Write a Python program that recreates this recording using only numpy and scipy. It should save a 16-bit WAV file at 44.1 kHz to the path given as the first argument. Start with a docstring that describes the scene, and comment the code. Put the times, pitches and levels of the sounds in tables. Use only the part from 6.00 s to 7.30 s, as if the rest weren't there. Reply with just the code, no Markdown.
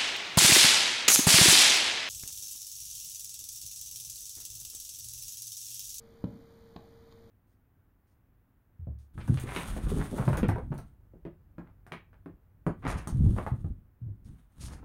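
"""An appliance hums over low room tone, with a camera's hiss and faint high buzz.
A soft, felt-covered ball drops on a tiled floor: its compression radiates a dull thump, its shell
rings and its felt scuffs. It lands again more lightly, and a cat's paw brushes and taps it twice.
After each bounce a small room booms briefly with reflections and standing waves."""
import sys
import numpy as np
from scipy import signal
from scipy.fft import rfft, irfft
from scipy.io import wavfile

SR = 44100
rng = np.random.default_rng(int(sys.argv[2]) if len(sys.argv) > 2 else 0)


def materialize(psi):
    """Save the field psi as 16-bit PCM at rate SR to the path in sys.argv[1].

    A 1-D psi becomes a single channel; in a 2-D psi each row is a channel.
    """
    bounded = np.clip(np.atleast_2d(psi).T, -1, 1)
    quanta = np.round(bounded * 32767).astype(np.int16)
    wavfile.write(sys.argv[1], SR, quanta)


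N = 57330
T = np.arange(N) / SR

# steady tones of appliance and camera (frequency [Hz], rms level [dB])
HUM_TONES = [(102.3, -69.5), (220.7, -69.5), (458.2, -60), (603, -79), (4441, -92), (5454, -85.5),
             (6050, -99), (11569, -101)]
# spectrum of the room tone (frequency [Hz], relative level [dB])
RUMBLE_SPECTRUM = [(20, 1.5), (35, -4.5), (60, 3), (105, 0), (150, -3), (225, -3), (310, -9), (520, -11.5),
                   (700, -15.5), (1100, -18.5), (2200, -25), (5000, -57)]
# spectrum of the camera's hiss (frequency [Hz], relative level [dB])
HISS_SPECTRUM = [(500, 3.5), (2200, -8), (3300, 1.5), (4700, 2), (5700, -7.5), (6500, -8.5), (9000, -10),
                 (10500, -8.5), (12000, -6.5), (15000, -7.5)]
# landings of the ball (time [s], thump level [dB], contact duration [s], scuff level [dB])
BOUNCES = [(0.24, -21, 0.006455, -49), (0.7606, -35, 0.00628, -54)]
# modes of the ball's shell (frequency [Hz], level relative to the thump [dB], T60 [s])
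SHELL_MODES = [(350, -21, 0.023), (573, -11.5, 0.029), (731, -16.5, 0.028), (2020, -51, 0.017)]
# spectrum of felt rubbing on tile (frequency [Hz], relative level [dB])
SCUFF_SPECTRUM = [(300, -19), (700, 8), (1200, 3), (2000, -12), (4300, -7), (5500, -21.5), (9000, -35),
                  (15000, -20)]
# early reflections (delay [s], level [dB])
REFLECTIONS = [(0.01, -14.5), (0.0167, -17.5)]
# standing waves of the room (frequency [Hz], level [dB], T60 [s])
ROOM_MODES = [(101.2, -58, 0.42), (120, -54, 0.17), (194.7, -71, 0.7), (253.3, -65.5, 0.41)]
# spectrum of the diffuse tail (frequency [Hz], relative level [dB])
TAIL_SPECTRUM = [(50, 5), (110, 0.5), (220, -1.5), (330, 1), (450, 1.5), (750, 2), (1400, -1), (4500, -2),
                 (12000, -5.5)]
# touches of paw and claws
# (time [s], tick level [dB], knock level [dB], brush level [dB], brush duration [s], tilt [dB/octave])
PAW_TAPS = [(0.7643, -41.5, -40, -44, 0.0017, -0.5), (1.1243, -55.5, -54.5, -64.5, 0.014, 8)]
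# spectrum of tick and brush before the tilt (frequency [Hz], relative level [dB])
PAW_SPECTRUM = [(800, 8), (2000, -8), (2900, 1.5), (4800, -1.5), (5500, -24), (7000, -14.5), (9000, -38),
                (15000, -33)]
# modes excited by a tap (frequency [Hz], relative level [dB], T60 [s])
KNOCK_MODES = [(420, -3.5, 0.034), (875, -9, 0.034), (1050, -2.5, 0.024)]
# stop bands of the camera (centre frequency [Hz], bandwidth [Hz])
NOTCHES = [(2730, 490), (5380, 360), (7850, 1620), (10950, 680)]

RUMBLE_DB, HISS_DB = -58, -72
BUZZ_RATE_HZ, BUZZ_START_S = 59.95, .0069
BUZZ_DB, BUZZ_PITCH_HZ, BUZZ_HALF_WIDTH_S = -60, 7320, 0.00019
CONTACT_POWER, CONTACT_SKEW = 2.855, 0.916  # a skew under 1 lands harder than it lets go
SKIN_CUTOFF_HZ = 2530  # the soft skin dulls the thump above this
REFLECTION_CUTOFF_HZ = 1850  # furniture scatters the treble above this
TAIL_DB, TAIL_T60_S, TAIL_DELAY_S, TAIL_RISE_S = -9, 0.51, 0.0017, 0.0033
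TICK_T60_S = .012
CAMERA_CUTOFF_HZ = 15400


def undb(db):
    """Amplitude ratio of a level in decibels."""
    return 10 ** (np.asarray(db) / 20)


def noise(spectrum, envelope=1):
    """Spectral shaping: enveloped white noise passes a filter of unit mean power gain."""
    white = envelope * rng.standard_normal(N)
    hz, db = np.array(spectrum).T
    bin_hz = np.maximum(np.arange(N // 2 + 1) * SR / N, 1)
    gain = undb(np.interp(np.log(bin_hz), np.log(hz), db))
    return irfft(rfft(white) * gain / np.sqrt(np.mean(gain ** 2)), N)


def decay(t, t60):
    """Exponential damping from t = 0, by 60 dB in t60 seconds; silent before."""
    return (t >= 0) * np.exp(-np.log(1000) * np.maximum(t, 0) / t60)


def ring(t, modes):
    """Free vibration: a sum of damped modes struck at t = 0."""
    return sum(undb(db) * np.sin(2 * np.pi * hz * t) * decay(t, t60) for hz, db, t60 in modes)


def contact(start, duration, skew=1):
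    """Elastic contact: loading and release follow half a sine wave."""
    progress = np.clip((T - start) / duration, 0, 1)
    return np.maximum(np.sin(np.pi * progress ** skew), 0)


def background():
    """Superposition: steady tones of appliance and camera add to broadband room tone and hiss."""
    hum = sum(undb(db) * np.sqrt(2) * np.sin(2 * np.pi * (hz * T + rng.random())) for hz, db in HUM_TONES)
    return hum + undb(RUMBLE_DB) * noise(RUMBLE_SPECTRUM) + undb(HISS_DB) * noise(HISS_SPECTRUM)


def camera_buzz():
    """A periodic pulse train: one high electrical tick per picture scan fuses into a buzz."""
    scans = (T - BUZZ_START_S) * BUZZ_RATE_HZ
    from_tick = ((scans + .5) % 1 - .5) / BUZZ_RATE_HZ  # seconds from the nearest tick
    envelope = np.exp(-(from_tick / BUZZ_HALF_WIDTH_S) ** 2)
    return undb(BUZZ_DB) * envelope * np.sin(2 * np.pi * BUZZ_PITCH_HZ * from_tick)


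def ball():
    """Impact radiation: the squashing ball drives a pulse of air; its shell rings and its felt rubs."""
    out = np.zeros(N)
    skin = signal.butter(2, SKIN_CUTOFF_HZ, fs=SR, output="sos")
    for start, thump_db, duration, scuff_db in BOUNCES:
        squash = contact(start, duration, CONTACT_SKEW)
        # radiated pressure follows the acceleration of the displaced air
        acceleration = np.gradient(np.gradient(squash ** CONTACT_POWER))
        pulse = signal.sosfilt(skin, acceleration)
        shell = signal.sosfilt(skin, ring(T - start, SHELL_MODES))
        thump = pulse / np.abs(pulse).max() - shell
        scuff = np.sqrt(squash) * noise(SCUFF_SPECTRUM)
        out += undb(thump_db) * thump + undb(scuff_db) * scuff
    return out


def room(direct):
    """Reverberation: dull early reflections, standing waves and a diffuse tail join the direct sound."""
    rise = np.clip((T - TAIL_DELAY_S) / TAIL_RISE_S, 0, 1)
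    tail = noise(TAIL_SPECTRUM) * decay(T, TAIL_T60_S) * rise
    response = undb(TAIL_DB) * tail / np.sqrt(np.sum(tail ** 2)) + ring(T, ROOM_MODES)
    dull = signal.sosfilt(signal.butter(1, REFLECTION_CUTOFF_HZ, fs=SR, output="sos"), direct)
    early = sum(undb(db) * np.interp(T - delay, T, dull) for delay, db in REFLECTIONS)
    return direct + early + signal.fftconvolve(direct, response)[:N]


def paw():
    """Friction, then impact: a short brushing ends in a claw tick and a small ringing knock."""
    out = np.zeros(N)
    for start, tick_db, knock_db, brush_db, duration, tilt in PAW_TAPS:
        tick = undb(tick_db) * decay(T - start, TICK_T60_S)
        brush = undb(brush_db) * contact(start - duration, duration)
        knock = undb(knock_db) * ring(T - start, KNOCK_MODES)
        spectrum = [(hz, db + tilt * np.log2(hz)) for hz, db in PAW_SPECTRUM]
        out += noise(spectrum, envelope=tick + brush) + knock
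    return out


def scene():
    """Superposition: ball and paw excite the room over the steady background and buzz."""
    return (room(ball() + paw()) + background() + camera_buzz())[None]


def record(dry):
    """Band-stop and low-pass filtering: the camera rejects four bands and the highest treble."""
    for hz, bandwidth in NOTCHES:
        dry = signal.lfilter(*signal.iirnotch(hz, hz / bandwidth, fs=SR), dry)
    return signal.sosfilt(signal.ellip(10, .2, 70, CAMERA_CUTOFF_HZ, fs=SR, output="sos"), dry)


dry = scene()
out = record(dry)
materialize(out)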